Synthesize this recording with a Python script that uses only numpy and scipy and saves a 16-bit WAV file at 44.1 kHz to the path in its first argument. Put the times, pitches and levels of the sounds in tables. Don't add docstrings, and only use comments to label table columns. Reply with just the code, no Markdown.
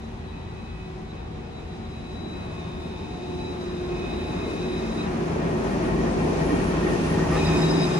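import sys
import numpy as np
from scipy import signal
from scipy.fft import rfft, irfft, next_fast_len
from scipy.io import wavfile
from scipy.ndimage import uniform_filter1d

SR = 44100
rng = np.random.default_rng(int(sys.argv[2]) if len(sys.argv) > 2 else 0)


def store_wav(level_fs):
    pcm = np.round(np.clip(np.atleast_2d(level_fs), -1, 1) * 32767)
    wavfile.write(sys.argv[1], SR, pcm.T.astype(np.int16))


N = 352491
T = np.arange(N) / SR
SIZE = next_fast_len(N)
HZ = np.maximum(np.arange(SIZE // 2 + 1) * SR / SIZE, 1.0)


def from_db(db):
    return 10 ** (np.asarray(db) / 20)


def rms_one(x):
    return x / np.sqrt(np.mean(x ** 2) + 1e-20)


def in_time(rows, outside=None):
    seconds, *columns = np.transpose(rows)
    return [np.interp(T, seconds, column, outside, outside) for column in columns]


def at_hz(points):
    points = np.array(points)
    return np.interp(np.log(HZ), np.log(np.maximum(points[:, 0], 1)), points[:, 1])


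def drift(rate):
    knots = rng.standard_normal(int(N / SR * 60) + 3)
    memory = np.exp(-np.clip(rate, .1, 60) / 20)
    smooth = signal.lfilter([1], [1, -memory], knots)
    return np.interp(T * 60, np.arange(len(knots)), rms_one(smooth))


def swells(times, levels_db, half_s):
    total = 0
    for seconds, db in zip(times, levels_db):
        position = np.clip((T - seconds) / half_s, -1, 1)
        total = total + from_db(db) * np.cos(np.pi / 2 * position) ** 2
    return total


# frequency in Hz, shared part of the power from 0 to 1.
SHARED_POWER = [(40, 0.96), (150, 0.9), (300, 0.85), (450, 0.39), (650, 0.05), (1200, 0.36), (2500, 0.15),
                (6000, 0.017), (9000, 0.068), (13000, 0.24)]


def stereo_noise(shape):
    alike = np.clip(at_hz(SHARED_POWER), 0, 1)
    white = rng.standard_normal((3, len(HZ))) + 1j * rng.standard_normal((3, len(HZ)))
    return white * shape * np.sqrt([alike, 1 - alike, 1 - alike])


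def place(parts, lag):
    shared, left, right = parts
    delayed = np.interp(np.arange(N) - lag, np.arange(N), shared)
    return np.array([shared + left, delayed + right])


def resonant(modes):
    power = 0
    for hz, width_hz, db in modes:
        bell = (1 + (2 * (HZ - hz) / width_hz) ** 2) ** 2
        power = power + from_db(db) ** 2 / width_hz / bell
    parts = irfft(stereo_noise(np.sqrt(power)), SIZE)[:, :N]
    present_rms = np.sqrt(np.sum(np.mean(parts ** 2, axis=1)))
    wanted_rms = np.sqrt(sum(from_db(db) ** 2 for _, _, db in modes))
    return parts / present_rms * wanted_rms


SIDES_SLIP_RADIANS = .4


def tone(hz, waver_db, rate, radians):
    phase = 2 * np.pi * np.cumsum(hz) / SR + radians * drift(rate) + rng.uniform(0, 2 * np.pi)
    sides = []
    for side in range(2):
        level = np.sqrt(2) * from_db(waver_db * drift(rate))
        offset = side * (np.pi / 2 + SIDES_SLIP_RADIANS * drift(rate))
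        sides.append(level * np.sin(phase + offset))
    return np.array(sides)


SPEED_M_PER_S, TRACK_M, ABREAST_S = 4.6, 1.83, 7.35
END_ON_LAG_SAMPLES = 14.9


def bogie_lag():
    ahead_m = SPEED_M_PER_S * (ABREAST_S - T)
    return END_ON_LAG_SAMPLES * ahead_m / np.hypot(ahead_m, TRACK_M)


# time in seconds, rumble level in dB, middle and hiss in dB relative to the rumble.
ROLLING_LEVELS = [(0, -41.5, -6, -28.5), (1.5, -41.5, -6.5, -30.5), (2, -38.5, -9.5, -30),
                  (2.5, -36, -6, -31.5), (2.9, -36, -8, -30.5), (3.15, -34.5, -10.5, -30.5),
                  (3.9, -33.5, -6, -29.5), (4.2, -30, -7, -32.5), (4.9, -29.5, -6.5, -29.5),
                  (5.45, -26.5, -5, -33), (6.2, -22.5, -9, -34), (6.65, -24, -6, -31),
                  (7.05, -24.5, -7, -29), (7.3, -23, -8.5, -30), (7.37, -23, -7, -27.5),
                  (8, -24.5, -4, -29)]
ROLLING_ZONES_HZ = [350, 1000, 4000]
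# frequency in Hz, relative strength in dB per Hz.
RAIL_SPECTRUM = [(18, -52), (30, -20), (59, -9), (102, -6), (163, -1.5), (275, -1.5), (390, 0.5), (470, -7),
                 (800, -9.5), (1100, -14), (1580, -19), (2500, -24.5), (3300, -29.5), (6640, -34),
                 (7570, -40.5), (9820, -43.5), (11000, -48), (12000, -67), (13500, -48.5), (15300, -63)]
# frequency in Hz, width in Hz, height in
# dB.
ROLLING_PEAKS = [(178.7, 17, 8), (250, 25, 2), (365, 55, 2), (472, 11.3, 6), (657, 26, 3), (777, 48, -2),
                 (1085, 8.1, 4), (2500, 280, 4), (2240, 54, -0.5), (10080, 270, 7)]


def rolling():
    rumble_db, middle_db, hiss_db = in_time(ROLLING_LEVELS)
    peaks_db = sum(db / (1 + (2 * (HZ - hz) / width) ** 2) for hz, width, db in ROLLING_PEAKS)
    spectra = stereo_noise(from_db(at_hz(RAIL_SPECTRUM) + peaks_db))
    rumble_band = (HZ > 110) & (HZ < 480)
    scale = np.sqrt(2 * np.sum(np.abs(spectra[:, rumble_band]) ** 2)) / SIZE
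    near = (T > 5.2) & (T < 7.2)
    tilts_db = [0 * T, middle_db - middle_db[near].mean(), hiss_db - hiss_db[near].mean()]
    together = drift(10.0)
    out = 0
    for centre_hz in 90 * 2. ** np.arange(8):
        octaves = np.clip(np.log2(np.clip(HZ, 90, 11520) / centre_hz), -1, 1)
        zone = spectra * np.cos(octaves * np.pi / 2) ** 2
        shares = [np.interp(np.log(centre_hz), np.log(ROLLING_ZONES_HZ), only) for only in np.eye(3)]
        tilt_db = sum(share * tilt for share, tilt in zip(shares, tilts_db))
        flicker_db = .3 * together + .5 * drift(14.0) + .8 * drift(4.0)
        out = out + from_db(rumble_db + tilt_db + flicker_db) * irfft(zone, SIZE)[:, :N]
    return place(out / scale, bogie_lag())


# time in seconds, low level in dB, high level in dB.
RINGING_LEVELS = [(0, -64, -90), (3.5, -60, -80), (4.3, -56, -70), (5, -51, -64), (5.3, -53, -62),
                  (5.6, -49, -60), (5.9, -46, -59), (6.7, -45, -54), (7.1, -47, -57), (7.4, -47, -48),
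                  (8, -50, -49)]
# frequency in Hz, width in Hz, level in dB.
LOW_MODES = [(1870, 70, -1), (1795, 50, -5)]
HIGH_MODES = [(5615, 130, -3), (6690, 120, -5), (5190, 100, -8), (5845, 80, -8), (6240, 200, -5)]
FITFUL_PATCHES = [(2415, 73, -10), (2714, 80, -11), (2260, 59, -11.5), (3190, 100, -14.5), (1535, 90, -16),
                  (1176, 53, -9), (1064, 72, -3.5), (832, 46, -11.5), (655, 36, 1), (504, 12, 1),
                  (389, 18, 5.5), (298.4, 16, 4), (220, 34, 4)]
# time in seconds, low modes in dB, fitful patches in dB.
SCRAPES = [(5.43, -53, -60), (5.54, -46, -56), (5.68, -53, -58), (5.73, -48, -56), (5.91, -44, -55),
           (5.99, -53, -59), (6.06, -57, -54), (6.22, -52, -52), (6.41, -45, -50), (6.52, -43, -40.5),
           (6.58, -44, -56), (6.63, -53, -49), (6.78, -55, -61), (6.87, -39, -53), (6.94, -44, -48),
           (7.06, -50, -45), (7.13, -43, -46), (7.22, -41, -55), (7.31, -46, -55)]
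SCRAPE_HALF_S, SCRAPE_GRAIN_DB = .055, 2.0
FIT_DB, FITS_PER_S = 3.8, 14


def ringing():
    low, high = uniform_filter1d(from_db(in_time(RINGING_LEVELS, -200)), size=1000)
    times, low_db, fitful_db = np.transpose(SCRAPES)
    grain = from_db(SCRAPE_GRAIN_DB * drift(60.0))
    low_drive = (low + swells(times, low_db, SCRAPE_HALF_S)) * grain
    fitful_drive = low + swells(times, fitful_db, SCRAPE_HALF_S)
    parts = low_drive * resonant(LOW_MODES) + high * resonant(HIGH_MODES)
    for patch in FITFUL_PATCHES:
        fits = from_db(FIT_DB * drift(FITS_PER_S))
        parts += fitful_drive * fits * resonant([patch])
    return place(parts, bogie_lag())


# time in seconds, level in dB.
RUBS = [(4.75, -65), (4.95, -62), (5.14, -65), (5.32, -61), (5.5, -63), (5.69, -59), (5.88, -57),
        (6.09, -59), (6.26, -55), (6.5, -52), (6.67, -52), (6.9, -51), (7.1, -50), (7.35, -50), (7.55, -53),
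        (7.8, -56), (7.99, -58)]
# frequency in Hz, width in Hz, level in dB.
RUB_HISS = [(9780, 170, -3), (10100, 170, -8), (9950, 900, -6)]
RUB_HALF_S = .14


def rubs():
    grain = from_db(1.5 * drift(30.0))
    hiss = swells(*np.transpose(RUBS), RUB_HALF_S) * grain * resonant(RUB_HISS)
    return place(hiss, bogie_lag())


# time in seconds, frequency in Hz.
SQUEAL_PITCH = [(0, 8220), (5, 8200), (6.3, 8195), (7, 8175), (8, 8140)]
# time in seconds, level in dB before the lift.
SQUEAL_BURSTS = [(4.0, -83), (4.08, -77), (4.42, -80), (5.13, -72), (5.18, -77), (5.31, -72), (5.51, -73),
                 (5.54, -67), (5.58, -73), (5.86, -67), (6.07, -72), (6.13, -58), (6.15, -64), (6.26, -61),
                 (6.35, -72), (6.39, -57), (6.42, -70), (6.5, -70), (6.58, -59), (6.61, -61), (6.8, -65),
                 (6.88, -72), (6.92, -53), (6.96, -63), (7.06, -55), (7.12, -66), (7.15, -57), (7.2, -67),
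                 (7.26, -57), (7.32, -70), (7.35, -50), (7.39, -60), (7.57, -59), (7.6, -53), (7.64, -59),
                 (7.77, -56), (7.8, -61), (7.84, -54), (7.9, -58), (7.99, -56)]


def squeal():
    level = from_db(in_time(SQUEAL_BURSTS)[0] + 2.5)
    return level * tone(in_time(SQUEAL_PITCH)[0], 3.0, 40.0, 1.5)


# time in seconds, level in dB.
KNOCKS = [(7.318, -38), (7.326, -35), (7.333, -31), (7.343, -35), (7.354, -32), (7.361, -33), (7.369, -35),
          (7.378, -35)]
# frequency in Hz, level in dB, seconds to die away by 60 dB.
BOGIE_MODES = [(520, 1, .06), (850, 0, .05), (1010, -3, .05), (1180, -1, .065), (1250, -1, .06),
               (1780, -5, .06), (1870, -3, .07), (2100, -6, .07), (2270, -11, .05), (2480, -11, .05),
               (2770, -12, .05)]


def knocks():
    times, levels_db = np.transpose(KNOCKS)
    total = np.zeros(N)
    for hz, mode_db, decay_s in BOGIE_MODES:
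        clicks = np.full(N, 1e-18)
        strengths = from_db(levels_db + mode_db + rng.normal(0, 3, len(times)))
        clicks[(times * SR).astype(int)] = strengths * rng.choice([-1, 1], len(times))
        shrink = from_db(-60 / (decay_s * SR))
        turn = 2 * np.pi * hz / SR
        total += signal.lfilter([0, np.sin(turn)], [1, -2 * shrink * np.cos(turn), shrink ** 2], clicks)
    return place([total, 0, 0], bogie_lag())


# time in seconds, frequency in Hz, level in dB.
GEAR_MESH = [(0, 378, -52), (.6, 375, -48), (1, 372.6, -43), (1.15, 372, -54), (1.6, 369.5, -58),
             (2.6, 362, -46), (2.9, 361, -41), (3.12, 360, -47), (3.25, 360, -38), (3.5, 359, -37),
             (3.9, 357, -31.5), (4.03, 356, -33), (4.08, 356, -48), (4.25, 356, -36), (4.35, 356, -50),
             (4.55, 362, -50), (4.62, 366, -30), (4.85, 364, -33), (4.93, 362, -46), (5.1, 361, -34),
             (5.3, 358, -39), (6, 356.8, -35.5), (6.6, 355.5, -48), (6.93, 357, -29), (7.02, 357, -42),
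             (7.3, 359, -39), (7.55, 362, -30), (7.7, 361, -40), (8, 359.6, -35)]
# time in seconds, second harmonic in dB, third harmonic in dB.
GEAR_OVERTONES = [(0, -57, -72), (.8, -58, -70), (1.2, -50, -70), (1.6, -54, -68), (2.2, -55, -60),
                  (2.7, -54, -51), (2.95, -58, -62), (3.15, -46, -58), (3.4, -48, -62), (3.7, -56, -62),
                  (3.9, -50, -52), (4.1, -47, -54), (4.3, -49, -52), (4.6, -54, -66), (7.4, -65, -65),
                  (7.9, -54, -44)]
# time in seconds, level of each in dB.
GEAR_UPPER = [(0, -76), (1, -67), (1.6, -70), (2.4, -65), (2.9, -72), (3.8, -72), (4.4, -78), (4.6, -90)]


def gears():
    mesh_hz, mesh_db = in_time(GEAR_MESH)
    phase = 2 * np.pi * np.cumsum(mesh_hz) / SR + 0.5 * drift(13.6)
    mesh = from_db(mesh_db) * np.sqrt(2) * np.sin(phase)
    out = place([mesh, 0, 0], bogie_lag())
    for multiple, level in zip((2, 3), from_db(in_time(GEAR_OVERTONES))):
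        out = out + level * tone(multiple * mesh_hz, 1.4, 6.0, 0.35)
    upper = from_db(in_time(GEAR_UPPER)[0])
    for multiple in (4, 6):
        out = out + upper * tone(multiple * mesh_hz, 3.5, 6.0, 0.8)
    return out


# start, loudest moment and end in seconds, first and last pitch in Hz.
WHINES = [(2.85, 3.0, 3.2, 880, 876), (3.2, 3.47, 3.65, 874, 870), (4.05, 4.2, 4.5, 860, 855),
          (3.7, 4.5, 5.3, 2160, 2066), (-1.0, 0.1, 1.9, 1954, 1953), (6.7, 7.5, 7.9, 833, 828),
          (6.5, 7.7, 8.6, 2720, 2706), (.2, .42, .6, 912, 908), (1.0, 1.45, 1.8, 468, 464),
          (3.7, 4.2, 5.0, 2860, 2800), (7.3, 7.55, 8.2, 1825, 1795), (7.4, 7.6, 7.95, 292, 285)]
WHINES_DB = [-49, -46, -49, -54, -62, -38, -58, -55, -49, -62, -43, -30]


def whines():
    out = 0
    for (start, loudest, end, first_hz, last_hz), db in zip(WHINES, WHINES_DB):
        swell = np.sin(np.pi / 2 * np.interp(T, [start, loudest, end], [0, 1, 0]))
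        pitch_hz = np.interp(T, [start, end], [first_hz, last_hz])
        out = out + from_db(db) * swell * tone(pitch_hz, 2.0, 8.0, 0.6)
    return out


# time in seconds, near and far drive switching in Hz, motor current in Hz,
# phase waver in radians at the third multiple, far drive level in dB relative to the near one.
SWITCHING = [(0, 1268, 1267.8, 40, .5, -14), (2.3, 1267.5, 1267.3, 39.3, .4, -14),
             (2.6, 1267, 1262, 39, .8, -9), (5.1, 1266.5, 1259, 37, 1.3, -3),
             (7.3, 1257, 1246, 33.5, 2.4, -4), (8, 1254, 1243, 32, 2.4, -4)]
# time in seconds, then in dB the tones above the third multiple, those below it, the second multiple.
DRIVE_LEVELS = [
    [(0.0, -81, -71, -74), (0.03, -70, -67, -78), (0.18, -78, -80, -86), (0.25, -65, -85, -67),
     (0.3, -62, -71, -78), (0.34, -65, -82, -60), (0.45, -62, -70, -69), (0.49, -64, -84, -68),
     (0.73, -60, -74, -59), (0.78, -75, -80, -59), (0.86, -57, -76, -53), (0.92, -87, -82, -73),
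     (1.06, -75, -83, -76), (1.12, -55, -69, -78), (1.14, -81, -80, -62), (1.18, -67, -66, -56),
     (1.3, -81, -78, -79), (1.34, -64, -67, -75), (1.43, -79, -80, -58), (1.59, -60, -70, -67),
     (1.62, -81, -68, -61), (1.71, -57, -71, -79), (1.75, -61, -66, -63), (1.81, -71, -83, -83),
     (1.86, -54, -65, -70), (1.89, -69, -69, -79), (1.91, -61, -68, -62), (1.98, -55.5, -74, -56),
     (2.32, -50, -72, -70), (2.33, -52, -73, -55), (2.64, -64, -57, -57.5), (3.36, -56, -61, -60.5),
     (3.45, -49.5, -69, -52), (3.59, -58, -58, -72), (3.6, -53, -65, -66), (3.81, -59, -58, -59),
     (3.83, -54, -60, -67), (3.94, -60, -57, -50), (4.15, -52, -55, -53), (4.35, -56.5, -55.5, -52),
     (4.8, -51, -57, -54), (4.83, -61, -59, -48), (4.91, -51, -59, -57), (4.96, -60, -62, -62),
     (5.01, -47, -56, -46), (5.07, -55, -62, -60)],
    [(7.36, -54, -55, -51), (7.378, -47, -54, -48), (7.4, -44, -56, -48), (7.426, -57, -52, -41),
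     (7.454, -43, -51, -40), (7.502, -43, -50, -48), (7.56, -49, -47, -40.5), (7.602, -49, -52, -50),
     (7.626, -41, -51, -52), (7.674, -45, -56, -50), (7.702, -43, -54, -55), (7.726, -53, -56, -54),
     (7.752, -42, -51, -50), (7.802, -47, -52, -51), (7.848, -40.5, -52, -50), (7.878, -59, -54, -49),
     (7.934, -50, -47, -54), (7.956, -54, -50, -60), (7.993, -49, -53, -54)],
]
# time in seconds, fourth and seventh multiples in dB, sixth and eighth multiples in dB.
UPPER_LEVELS = [(0, -79, -82), (2.5, -73, -76), (3, -69, -91), (5.07, -64, -85), (7.3, -53, -60),
                (7.42, -58, -57), (7.47, -44, -60), (7.54, -57, -57), (7.62, -45, -52), (7.67, -59, -55),
                (7.71, -39.5, -59), (7.75, -54, -59), (7.81, -44, -61), (7.9, -53, -55), (8, -51, -54)]
DRIVE_TONES = [(3, 3, 0), (3, -3, 1), (3, 1, 0), (3, -1, 1), (3, 5, 0), (3, -5, 1), (2, 0, 2), (4, 0, 3),
               (4, 2, 3), (4, -2, 3), (6, 0, 4), (8, -2, 4), (8, 2, 4), (7, 1, 3)]
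DRIVE_TONES_DB = [2.5, 0, -11, -5, -15, -6, 2.5, 1, -1, -5, -1, -15, -12, -16]
UPPER_LEAD_S = .045
DRIVE_FLOOR_DB = -74
DRIVE_WAVER_DB, DRIVE_WAVERS_PER_S = 2.5, 20.0


def drives():
    near_hz, far_hz, motor_hz, radians, far_db = in_time(SWITCHING)
    lower, running = 0, 0
    for span in DRIVE_LEVELS:
        lower = lower + uniform_filter1d(from_db(in_time(span, -200)), size=300)
        running = running + 1. * ((T >= span[0][0] - UPPER_LEAD_S) & (T <= span[-1][0]))
    lower = np.where(lower > from_db(-100), lower + from_db(DRIVE_FLOOR_DB), lower)
    upper = uniform_filter1d(running, size=300) * from_db(in_time(UPPER_LEVELS))
    levels = [*lower, *upper]
    out = 0
    for (carrier, side, group), db in zip(DRIVE_TONES, DRIVE_TONES_DB):
        for switching_hz, drive_db in ((near_hz, 0), (far_hz, far_db)):
            hz = carrier * switching_hz + side * motor_hz
            sound = tone(hz, DRIVE_WAVER_DB, DRIVE_WAVERS_PER_S, radians * carrier / 3)
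            out = out + from_db(db + drive_db) * levels[group] * sound
    return out


HUM_HZ = [52.5, 80, 160.5, 226]
# time in seconds, then the level of each tone in dB, in the same order.
HUM_LEVELS = [(0, -45, -43, -53, -42.5), (1, -44.5, -46.5, -43, -57.5), (2, -48, -43, -47, -44),
              (3, -54, -44, -44.5, -51), (4, -39.5, -42, -39.5, -53), (4.9, -42.5, -46, -46.5, -34.5),
              (5.4, -43, -43, -31, -37), (5.9, -33, -52, -39, -34), (6.301, -38, -38, -31, -36),
              (6.8, -33, -40, -31.5, -44), (7.05, -42, -38.5, -34, -55), (7.4, -34.5, -34, -25.5, -52),
              (8, -46, -58, -26.5, -56)]
HUM_WAVER_DB, HUM_WAVERS_PER_S, HUM_WAVER_RADIANS = 2.1, 6.0, .45


def hum():
    total = 0
    for hz, level in zip(HUM_HZ, from_db(in_time(HUM_LEVELS))):
        total = total + level * tone(np.full(N, hz), HUM_WAVER_DB, HUM_WAVERS_PER_S, HUM_WAVER_RADIANS)[0]
    return total * np.ones((2, 1))


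# frequency in Hz, relative strength in dB per Hz.
TRAFFIC_SPECTRUM = [(15, -44), (25, -8), (54, 1), (129, 0.5), (159, -4.5), (232, -2), (258, -19),
                    (376, -19), (519, -44), (756, -14), (1480, -24.5), (3890, -30.5), (15300, -93)]
TRAFFIC_DB = -38.5


def traffic():
    parts = irfft(stereo_noise(from_db(at_hz(TRAFFIC_SPECTRUM))), SIZE)[:, :N]
    return from_db(TRAFFIC_DB) * rms_one(place(parts, 7.8))


def scene():
    tram = rolling() + ringing() + rubs() + squeal() + knocks() + gears() + whines() + drives()
    return tram + hum() + traffic()


# frequency in Hz, left over right in dB.
MICROPHONE_BALANCE = [(60, 1), (110, 0.5), (200, 0.5), (380, -0.5), (700, 5.5), (1290, 2), (2380, -1.5),
                      (4390, 2), (8110, 0.5), (15000, -2)]
CUTOFF_HZ = 15150


def record(dry):
    half_db = at_hz(MICROPHONE_BALANCE) / 2
    coloured = irfft(rfft(dry, SIZE) * from_db([half_db, -half_db]), SIZE)[:, :N]
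    low_pass = signal.ellip(12, .5, 70, CUTOFF_HZ, fs=SR, output="sos")
    return signal.sosfilt(low_pass, coloured)


dry = scene()
out = record(dry)
store_wav(out)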